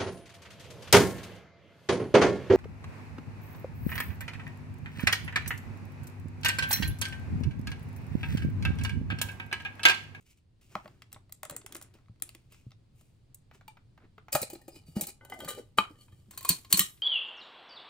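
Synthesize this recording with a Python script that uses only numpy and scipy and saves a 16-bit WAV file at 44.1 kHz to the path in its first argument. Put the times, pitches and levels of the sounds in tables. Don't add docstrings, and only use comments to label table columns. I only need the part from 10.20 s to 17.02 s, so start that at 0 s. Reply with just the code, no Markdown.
import sys
import numpy as np
from scipy import signal
from scipy.fft import rfft, irfft
from scipy.io import wavfile
from scipy.ndimage import uniform_filter1d

SR = 44100
rng = np.random.default_rng(int(sys.argv[2]) if len(sys.argv) > 2 else 0)


def how_loud(loudness_db):
    steps = np.asarray(loudness_db, float) / 20
    return 10 ** steps


def master(y):
    cut = np.clip(np.atleast_2d(y).T, -1, 1)
    pcm = np.round(cut * 32767)
    wavfile.write(sys.argv[1], SR, pcm.astype(np.int16))


N = 300762

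# frequency in Hz, level in dB, decay time t60 in seconds.
LID_MODES = [(619, -3.5, 0.072), (792, -8, .07), (1103, -4.5, .04), (1293, 1, 0.027), (2070, -3.5, 0.023),
             (2717, -12, 0.034), (3240, -13.5, .025), (4030, -10, 0.015), (4530, -8.5, 0.014)]
# frequency in Hz, level in dB, decay time t60 in seconds.
TUB_MODES = [(330, -1, 0.023), (545.7, 2.5, 0.076), (613, -1, 0.067), (817, 2.5, 0.07), (1257, -9, 0.069),
             (1830, -22, 0.038), (2294, -12.5, 0.054), (2436, -9.5, 0.073), (2920, -18.5, 0.2),
             (3750, -27, .08), (4100, -7.5, 0.03), (4610, -11, 0.046), (4900, -10.5, 0.029),
             (5100, -17, 0.024)]
# frequency in Hz, level in dB, decay time t60 in seconds.
RIM_MODES = [(480, -11.5, 0.1), (560, -3.5, 0.043), (811, -3.5, 0.06), (1195, -4.5, 0.24), (1505, -6, 0.18),
             (1820, -13.5, 0.16), (2030, -9.5, 0.28), (2370, -13.5, 0.13), (2980, -4, 0.17),
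             (3200, -5, 0.16), (3900, -13.5, 0.13), (4420, -7, 0.04), (4900, -17, .04), (5350, -23, 0.13)]


def unit(x):
    return x / np.sqrt(np.mean(x ** 2))


def on_hz(curve):
    hz, value = np.transpose(curve)
    return np.interp(np.log(np.fft.rfftfreq(N, 1 / SR) + 1), np.log(hz), value)


def band(x, lo_hz, hi_hz):
    return signal.sosfilt(signal.butter(2, [lo_hz, hi_hz], "bandpass", fs=SR, output="sos"), x)


def three(shape):
    bands_hz = ((560, 2040), (1800, 8500), (7000, 10750))
    return [unit(band(rng.standard_normal(shape), lo, hi)) for lo, hi in bands_hz]


def fade(t, t60):
    return np.exp(-np.log(1000) * t / np.clip(t60, .002, 1))


def walk(rate):
    k = int(SR / rate)
    levels = np.repeat(rng.standard_normal(N // k + 1), k)[:N]
    return 1.016 * uniform_filter1d(levels, k)


def add(out, s, wave):
    i = int(s * SR)
    out[i:i + len(wave)] += wave[:N - i]


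def hum():
    # frequency in Hz, spectral level in dB per Hz.
    spectrum = [(55, -9.5), (115, -1.5), (170, -12.5), (600, -33), (1500, -42), (4700, -42), (5600, -49),
                (16000, -52.5)]
    mid, side = (rfft(rng.standard_normal(N)) * how_loud(on_hz(spectrum)) for _ in range(2))
    side = side * on_hz([(30, 0.32), (130, 0.17), (500, 0.86), (2000, 0.78)])
    port_db = on_hz([(9800, 1.9), (11000, -8.5), (16000, -7.5)])[None] * np.ones((1, 1))
    both = irfft(np.array([mid + side, mid - side]) * how_loud(port_db), N)
    return both * how_loud(-61) / np.sqrt(np.mean(both.mean(axis=0) ** 2))


def room(x):
    level_db, t60_s, dull_t60_s, bright_t60_s = -13, 0.19, 0.25, 0.18
    t = np.arange(SR // 2) / SR
    dull, middle, bright = three((2, len(t)))
    tail = 0.3 * dull * fade(t, dull_t60_s) + 1.06 * middle * fade(t, t60_s)
    tail = tail + 0.45 * bright * fade(t, bright_t60_s)
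    mid, side = tail * np.minimum(t / 0.0071, 1)
    mid = mid + 2.5 * band(mid, 12000, 15800) * fade(t, 0.14)
    side = band(side, 300, 18000)
    tail = np.array([mid + side, mid - side]) / np.sqrt(np.sum(mid ** 2))
    stir = how_loud(1.5 * walk(250)) * np.exp(1.2j * walk(150))
    echo = signal.oaconvolve(x[None], signal.hilbert(tail), axes=1)[:, :N]
    return how_loud(level_db) * (stir * echo).real


def table():
    # start in seconds, peak level in dB, pitch in Hz.
    thuds = [(0.55, -42, 197), (0.649, -53, 202), (0.956, -54.5, 116), (1.308, -51.5, 158),
             (1.232, -51, 593), (1.251, -49, 590), (1.293, -43.5, 595), (1.318, -45, 567),
             (1.345, -50, 480), (1.441, -51, 394), (1.547, -45, 339), (1.893, -47, 106), (2.02, -57.5, 300),
             (2.146, -54.5, 330), (3.345, -61, 400), (3.975, -55, 430), (2.462, -43.5, 125),
             (4.142, -36, 138.8), (4.212, -46.5, 115), (4.327, -38, 350), (4.351, -43, 343),
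             (4.476, -43.5, 334), (4.682, -47, 154.4), (4.762, -25.5, 207), (4.819, -43, 175),
             (5.252, -46.5, 166), (5.582, -34, 200), (5.702, -48, 300), (6.08, -55, 202),
             (5.923, -51, 104.3), (6.297, -32, 171), (6.534, -31.5, 186.5), (6.597, -34.5, 188.5)]
    t, out = np.arange(SR // 3) / SR, np.zeros(N)
    for s, peak_db, hz in thuds:
        t60 = 0.08 * (183 / hz) ** 0.16
        wave = np.sin(2 * np.pi * hz * t) * fade(t, t60)
        wave = wave + 0.28 * np.sin(2 * np.pi * 1.6 * hz * t) * fade(t, t60)
        add(out, s + 0.00403, how_loud(peak_db + 3.0) * wave * np.minimum(t / 0.0014, 1))
    return band(out, 55, 4000)


def rubbing():
    # start in s, rise in s, fall in s,
    # hiss level in dB, dull part in dB.
    slides = [(0.001, 0.0042, 0.033, -70, -27), (0.045, 0.02, 0.029, -62, -13),
              (0.069, 0.045, 0.014, -59.5, -18), (.165, 0.013, 0.01, -66.5, -14),
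              (0.409, 0.0037, 0.11, -62.5, -15), (.48, 0.046, 0.067, -60, -1.5), (.6, 0.048, 0.12, -69, 5),
              (0.899, 0.045, 0.024, -77.5, 15), (1.241, 0.082, 0.065, -72.5, 19),
              (1.45, 0.08, 0.091, -63.5, 7), (1.721, 0.027, 0.033, -66.5, 3),
              (2.02, .01, 0.11, -59.5, -6.5), (2.29, 0.038, 0.06, -58.5, -10.5),
              (2.7, 0.097, 0.085, -68, -34), (3.318, 0.03, 0.02, -58.5, -5), (3.741, 0.11, 0.01, -83.5, 25)]
    # start in s, rise in s, fall in s, hiss level in dB, dull part in dB.
    scrapes = [(4.119, 0.006, 0.035, -38.5, -20.5), (4.206, 0.025, 0.0084, -41.5, -6),
               (4.292, 0.0025, 0.17, -66, 2.5), (4.502, 0.065, 0.016, -59, -0.5),
               (4.647, 0.03, 0.064, -64, -6.5), (4.75, 0.014, 0.036, -45, 1.5),
               (4.839, 0.053, 0.015, -50, -10.5), (5.007, 0.014, 0.13, -77.5, 7.5),
               (5.08, 0.042, 0.049, -58.5, 2.5), (5.186, 0.0046, 0.086, -55, 1.5),
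               (5.271, 0.019, 0.012, -38, -18), (5.3, .015, 0.043, -61, -8.5),
               (5.345, 0.046, 0.012, -56, 5.5), (5.571, 0.0064, 0.023, -40, 2.5), (5.66, .04, 0.12, -70, 4),
               (5.757, 0.067, 0.038, -67, -9), (5.9, 0.031, 0.36, -76, -4),
               (6.099, 0.018, 0.24, -65.5, -3.5), (6.26, 0.039, 0.03, -37, -10),
               (6.492, 0.018, 0.072, -44, -9.5), (6.56, .015, 0.027, -34.5, -16.5)]
    # time in seconds, resonance in Hz.
    cavity_hz = [
        (5.0, 900),
        (5.12, 804),
        (5.22, 600),
        (5.3, 518.6),
        (5.42, 433),
    ]
    t = np.arange(N) / SR
    jerks = how_loud(3.0 * np.minimum(rng.exponential(size=N // 100 + 1), 3.5))
    grain = unit(uniform_filter1d(np.repeat(jerks, 100)[:N], 60))
    skin = t < 4.1
    grain = np.where(skin, 0.18 + 0.48 * grain, grain)
    dull_noise, hiss_noise, bright_noise = three(N)
    hiss_noise = hiss_noise + 0.49 * unit(band(hiss_noise, 2100, 3070)) * skin
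    for modes, on in ((TUB_MODES, (t > 4.1) & (t < 4.98)), (RIM_MODES, (t >= 4.98) & (t < 6.09))):
        push = rng.standard_normal(N) * grain
        sing = np.zeros(N)
        for hz, db, t60 in modes:
            sing += how_loud(.5 * db + 5.5 * walk(18)) * unit(band(push, hz - 3 / t60, hz + 3 / t60))
        dull_noise = np.where(on, 0.087 * dull_noise + unit(band(sing, 320, 1800)), dull_noise)
        hiss_noise = np.where(on, 0.54 * hiss_noise + unit(band(sing, 1400, 7000)), hiss_noise)
    cavity_phase = 2 * np.pi * np.cumsum(np.interp(t, *np.transpose(cavity_hz))) / SR
    cavity = band(rng.standard_normal(N), 7.3, 62) * np.cos(cavity_phase)
    dull_noise = dull_noise + 2.0 * unit(cavity) * ((t > 4.98) & (t < 5.5))
    dull_noise = dull_noise + 0.94 * unit(band(rng.standard_normal(N), 230, 410))
    bright_noise = bright_noise + 0.56 * band(bright_noise, 13000, 15000)
    dull, hiss, bright = np.zeros((3, N))
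    for s, rise, fall, hiss_db, dull_db in slides + scrapes:
        bright_db = -9.5 - 0.38 * dull_db if s < scrapes[0][0] else 2 - 0.33 * dull_db
        speed = np.clip((t - s) / rise, 0, 1) ** 2 * np.exp(-np.maximum(t - s - rise, 0) / fall)
        speed = how_loud(hiss_db) * speed
        dull = dull + speed * how_loud(dull_db)
        hiss = hiss + speed
        bright = bright + speed * how_loud(bright_db)
    return grain * (dull * dull_noise + hiss * hiss_noise + bright * bright_noise)


def struck(hits, modes, rough, touch, lift_db, air_db, low_hz=100, drift=0):
    # contact time in s, frequency in Hz, change in dB.
    spots = [(4.127, 4900, 7), (4.15, 1830, 6), (4.216, 1830, 9), (4.415, 1830, 31), (4.351, 4100, 3),
             (4.558, 2920, 8.5), (4.15, 1257, 9.5), (4.216, 2436, 3), (4.3, 817, 12), (4.48, 817, 4),
             (4.558, 4100, 6), (4.558, 2436, 9), (4.81, 2436, 6), (4.81, 3750, 11), (5.009, 1505, 12.5),
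             (5.009, 2030, 13.5), (5.049, 1505, 5), (5.121, 2030, 16.5), (5.121, 811, 12),
             (5.203, 3200, 10), (5.203, 2030, 8.5), (5.246, 4420, 9), (5.283, 1195, 20.5),
             (5.283, 1820, 4.5), (5.29, 4420, 8.5), (5.328, 4420, 6), (5.304, 2980, 4), (5.304, 3900, 10.5),
             (5.385, 480, 17), (5.812, 4340, 27), (5.882, 3100, 3), (5.882, 1195, -8), (5.882, 1000, 31),
             (5.755, 1810, 22), (5.923, 1810, 24), (6.136, 1200, 5.5), (6.248, 2460, 9), (6.29, 4280, 5),
             (6.526, 4210, 4), (6.542, 4260, 6.5), (6.572, 1074, -7.5)]
    usual_db, spot_octaves = -35, .06
    t, out = np.arange(SR // 4) / SR, np.zeros(N)
    hz, db, t60 = np.transpose(modes)
    spin = np.exp(2j * np.pi * np.outer(hz, t)) * fade(t, t60[:, None])
    grip = 0.5 + 0.71 * np.exp(-t / 0.016)
    knots = np.maximum(1 - abs(t * 160 - np.arange(41)[:, None]), 0)
    for s, peak_db, dull_db, bright_db in hits:
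        force_db = peak_db - usual_db
        touch_s = np.clip(touch[0] * how_loud(touch[1] * force_db), .0004, .04)
        ring_db = lift_db[0] + lift_db[1] * force_db

        dull, middle, bright = three(len(t))
        middle = band(middle, 870, 5100)
        crack = how_loud(dull_db) * dull + how_loud(-8.0) * middle + how_loud(bright_db) * bright
        crack = crack * np.exp(-t / touch_s) * (0.65 + 0.32 * np.exp(-t / 0.00028))

        mode_db = np.interp(np.log(hz), np.log([900, 3500, 10000]), [dull_db, -6, bright_db])
        for at, spot_hz, spot_db in spots:
            if abs(at - s) < 1 / 250:
                mode_db = mode_db + spot_db * np.exp(-(np.log2(hz / spot_hz) / spot_octaves) ** 2)
        level_chance, phase_chance = rng.standard_normal((2, len(hz)))
        real, imag = rng.standard_normal((2, 41, len(hz)))
        waver = 1 + rough * np.minimum(0.12 / t60[:, None], 1) ** 2 * ((real + 1j * imag).T @ knots)
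        if drift:
            waver = waver * np.exp(2j * np.pi * drift * np.outer(hz * real[0], t))
        strength = how_loud(db + mode_db + 2 * level_chance) * np.exp(3j * phase_chance)
        ring = (strength @ (spin * waver)).real
        ring = how_loud(ring_db) * ring * grip * np.minimum(t / (.5 * touch_s), 1)
        add(out, s, how_loud(peak_db) * (crack + ring) * np.minimum(t / 0.00088, 1))
    return band(out, low_hz, 20000) + how_loud(air_db) * band(out, 11600, 16000)


def ticks():
    # start in seconds, peak level in dB, dull part in dB, bright part in dB.
    hits = [(0.01, -50, -20, -1), (0.026, -58, -33, -1), (0.172, -60, -30, 2), (0.184, -55, -25, -5),
            (0.5094, -52.5, -11, -14), (0.7244, -59, -12, -14), (0.7594, -62, -14, -14),
            (1.0514, -66, -14, -10), (1.3244, -42, -14, -14), (1.3844, -50, -16, -14),
            (1.4274, -57, -14, -14), (1.4924, -45, -3, -14), (1.6464, -47, -10, -14),
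            (1.6844, -53, -15, -18), (1.7144, -55, -16, -14), (1.7499, -44, -23, -15.5),
            (1.7694, -64, -14, -13), (1.7863, -48, -8.5, -16), (1.8094, -54, -14, -16),
            (1.8594, -55, -16, -15.5), (1.8836, -47, -9.5, -19), (1.9594, -55, -11, -13),
            (1.9994, -41.5, -24.5, -13.5), (2.3444, -45, -12, -13), (2.4494, -58, -14, -17),
            (2.5067, -39, -28, -17), (3.8397, -65, -12, -14), (6.0586, -55, -18, -17)]
    return struck(hits, LID_MODES, 0.96, touch=(.0015, -.02), lift_db=(-8, -.02), air_db=-6.5, low_hz=800)


def lid():
    # start in seconds, peak level in dB, dull part in dB, bright part in dB.
    hits = [(0.419, -54, -20.5, -25), (0.553, -17.5, 2.5, -38), (0.657, -52.5, 14.5, -33),
            (0.677, -34.5, -6.5, -20), (0.82, -23, -30.5, -22), (0.918, -37, -37, -13),
            (0.928, -33.5, -18.5, 4), (0.944, -27.5, -43, -22), (0.961, -65.5, 19.5, -25),
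            (1.094, -51, -7, -7), (1.123, -31.5, -26, 7), (2.022, -16, -26.5, 4), (2.091, -24, -29, -10),
            (2.149, -25.5, -26, -11), (2.322, -42.5, -22, 0), (2.517, -32.5, -22, -35), (2.81, -51, -12, 0),
            (3.145, -47.5, -45, 14)]
    return struck(hits, LID_MODES, 0.8, touch=(.0028, -.2), lift_db=(-4, -.3), air_db=0, low_hz=772)


def seal():
    # start in seconds, peak level in dB, dull part in dB, bright part in dB.
    hits = [(1.231, -21, -5.5, -3.5), (1.251, -23.5, -8.5, -6), (1.297, -20, -13, -4.5),
            (1.308, -28, -11.5, -0.5), (1.364, -26.5, -13, 4), (1.414, -34, -15, -32),
            (1.462, -24, -13.5, -4), (1.523, -19, -36, -10), (1.548, -42, -12, 13),
            (1.553, -20.5, -13.5, -20), (1.565, -33.5, -19, 3), (1.613, -32, -7.5, -5),
            (1.624, -36, -43, 3.5), (1.739, -42, -32, -12)]
    return struck(hits, LID_MODES, 0.17, touch=(.004, -.25), lift_db=(-8, -.2), air_db=-6.0, low_hz=704)


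def pot():
    # start in seconds, peak level in dB, dull part in dB, bright part in dB.
    hits = [
        (3.312, -52, 9.5, -43),
        (3.347, -46, -5, -24),
        (3.41, -45, 0.5, -39),
        (3.479, -28.5, -13.5, -10.5),
        (3.57, -55.5, 13, -39.5),
        (3.776, -62.5, 17.5, -47),
        (3.98, -49, 10, -43),
        (4.083, -40.5, 4, -31),
    ]
    # frequency in Hz, level in dB, decay time t60 in seconds.
    modes = [(870, -11.5, 0.11), (2350, -22, .09), (2820, -20, 0.023), (3590, -32.5, 0.055),
             (4570, -31.5, .07), (6700, -38, .3), (8600, -27, 0.11), (9600, -56, .4)]
    return struck(hits, modes, 0.2, touch=(.004, -.1), lift_db=(4, 1.6), air_db=7.0, low_hz=300)


def tub():
    # start in seconds, peak level in dB, dull part in dB, bright part in dB.
    hits = [(4.127, -19.5, -22.5, 1), (4.15, -15, -5, 0), (4.216, -26.5, -23, 5.5), (4.3, -33.5, -26, 0),
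            (4.332, -40.5, -18, 4.5), (4.351, -38, -18.5, -9), (4.415, -59.5, -17, 8),
            (4.48, -41, -11.5, 1), (4.558, -39.5, -38, -23.5), (4.764, -39, -10, -11.5),
            (4.81, -23.5, -26.5, 5.5), (4.836, -27, -25, -7), (4.869, -35.5, -23, 7)]
    return struck(hits, TUB_MODES, 0.51, touch=(.009, .05), lift_db=(4, -.15), air_db=1.5, drift=.015)


def rim():
    # start in seconds, peak level in dB, dull part in dB, bright part in dB.
    hits = [(5.009, -54.5, 4, -48), (5.049, -43.5, -5.5, 3.5), (5.098, -38, -7, 1), (5.121, -34, -0.5, -31),
            (5.138, -41, -20, -0.5), (5.203, -30.5, -7.5, -4), (5.246, -32, -7, -1), (5.277, -40, 8.5, -24),
            (5.283, -31.5, -14, 0.5), (5.29, -31.5, -19, -5), (5.304, -24, -15.5, -5),
            (5.328, -32.5, -19.5, -9.5), (5.349, -36.5, -15, -5.5), (5.385, -44, -2.5, -11.5)]
    return struck(hits, RIM_MODES, 0.33, touch=(.0045, .15), lift_db=(-6, -.1), air_db=3.0, drift=.008)


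def cover():
    # start in seconds, peak level in dB, dull part in dB, bright part in dB.
    hits = [
        (5.584, -12, -1, -11.5),
        (5.704, -63, 0, -18),
        (5.755, -61, -9, -20),
        (5.812, -66.5, -11, -23),
        (5.882, -57, 0, -30.5),
        (5.923, -56.5, -7, -9),
    ]
    # frequency in Hz, level in dB, decay time t60 in seconds.
    modes = [(872, -17.5, 0.17), (1000, -30, .03), (1195, -5, 0.095), (1300, -14, 0.044),
             (1700, -15.5, 0.038), (1810, -27, 0.12), (2300, -10.5, 0.038), (2480, -9, 0.066),
             (3020, -19, 0.12), (3080, 2, 0.033), (3900, -9.5, 0.059), (4340, -21, .1), (4550, -14, 0.04),
             (5700, -24, .04)]
    return struck(hits, modes, 0.25, touch=(.004, .08), lift_db=(5.5, .02), air_db=-5.0)


def wire():
    # start in seconds, peak level in dB.
    flicks = [
        (6.291, -47),
        (6.527, -46),
        (6.573, -47.5),
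        (6.594, -41),
    ]
    # level in dB, decay time t60 in seconds.
    partials = [(-10, .25), (3.5, .4), (-14.5, 0.33), (-14, .4), (-9, .5), (-1.5, .4), (-6, .3), (-10, .2),
                (-7, .15), (-5, 0.31), (-15.5, .15), (-17.5, .3)]
    partial_hz = (9421, 10345, 10780, 10960, 11680, 12490, 13400, 13650, 14200, 14410, 15280, 15490)
    t, out = np.arange(SR // 2) / SR, np.zeros(N)
    db, t60 = np.transpose(partials)
    for s, peak_db in flicks:
        level_chance, phase_chance = rng.standard_normal((2, len(db), 1))
        level = how_loud(peak_db + db[:, None] + 2 * level_chance)
        tone = np.sin(2 * np.pi * np.outer(partial_hz, t) + 3 * phase_chance)
        add(out, s, np.sum(level * tone * fade(t, t60[:, None]), axis=0))
    return out


def clasps():
    # start in seconds, peak level in dB, dull part in dB, bright part in dB.
    hits = [(6.109, -35.5, -13.5, -1), (6.135, -41.5, -7, -12), (6.175, -25, -20, -0.5),
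            (6.208, -32, -15, -5), (6.228, -33.5, -21, -1), (6.248, -22.5, -9, -1.5),
            (6.29, -9.5, -24.5, 2.5), (6.305, -11.5, -31, -11), (6.447, -32.5, -20, -16),
            (6.526, -2, -24, 1.5), (6.542, -11, -20.5, -16), (6.572, -17, -18.5, 4),
            (6.593, -5, -25.5, 2.5), (6.605, -7, -48.5, -13), (6.615, -26, -17, 4),
            (6.773, -46, -27.5, -37)]
    # frequency in Hz, level in dB, decay time t60 in seconds.
    modes = [(1065, -1.5, 0.11), (1908, -28.5, 0.03), (2470, -17.5, 0.14), (3120, -15.5, 0.09),
             (3850, -20.5, 0.149), (4090, -20.5, 0.05), (4280, -6, 0.057), (4590, -14.5, 0.11),
             (6000, -21.5, 0.1), (7300, -26, .18), (8300, -16.5, .16), (8730, -4, 0.03),
             (9440, -18.5, 0.091), (13500, -23.5, 0.025)]
    # frequency in Hz, level in dB, decay time t60 in seconds.
    shut_modes = [(1200, 4, 0.11), (1927, 2, 0.078), (2765, -21, 0.13), (3016, -4.5, 0.054),
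                  (3352, -13.5, 0.18), (3830, -13, 0.19), (4180, -10, 0.089), (5530, -17.5, 0.16),
                  (6800, -20.5, 0.16), (7500, -24.5, 0.083), (8150, -19, 0.2), (8400, -13.5, 0.11)]
    first = struck(hits[:9], modes, 0.91, touch=(.0055, .08), lift_db=(-4, .2), air_db=3.5)
    second = struck(hits[9:12], modes, 0.6, touch=(.009, -.25), lift_db=(-3, -.02), air_db=5.0)
    last = struck(hits[12:], shut_modes, 0.92, touch=(.009, -.25), lift_db=(-6, -.02), air_db=4)
    return first, second + last


def scene():
    # frequency in Hz, phase by which the left port leads in radians.
    ports = [(100, .1), (1300, .7), (2800, 1.4), (4600, .8), (10500, 2.1), (11900, 3.3), (13000, 5.1),
             (16500, 7.4)]
    # frequency in Hz, level in dB.
    colour = [(100, 6.5), (1000, -3), (9300, -4.5), (11400, -3), (13000, 3), (15700, 7.5), (16200, -12.5),
              (17000, -42)]
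    first_clasp, second_clasp = clasps()
    # signal, left over right in dB, level sent to the room in dB
    objects = ((table(), .2, -.3), (rubbing(), .8, -.3), (ticks(), .4, -3), (lid(), .5, -3),
               (seal(), .5, -1.5), (pot(), .3, -.5), (tub(), 1.1, -.5), (rim(), .6, -.6),
               (cover(), 2.3, -4), (wire(), .6, -12), (first_clasp, .5, -.4), (second_clasp, .7, -.3))
    near = sum(x * how_loud(np.array([[pan_db], [-pan_db]]) / 2) for x, pan_db, _ in objects)
    far = sum(x * how_loud(wet_db) for x, _, wet_db in objects)
    turn = np.exp(.5j * on_hz(ports))
    spectrum = rfft(near + room(far)) * np.array([turn, turn.conj()])
    heard = irfft(spectrum * how_loud(on_hz(colour)), N)
    return heard + hum() * how_loud(np.interp(np.arange(N) / SR, [.3, .5], [-4, 0]))


def low_pass(x):
    return signal.sosfilt(signal.butter(12, 16970, fs=SR, output="sos"), x)


def record(dry):
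    top = .97
    mix = dry / (1 + (abs(dry) / top) ** 4) ** (1 / 4)
    return low_pass(mix)


dry = scene()
out = record(dry)
master(out)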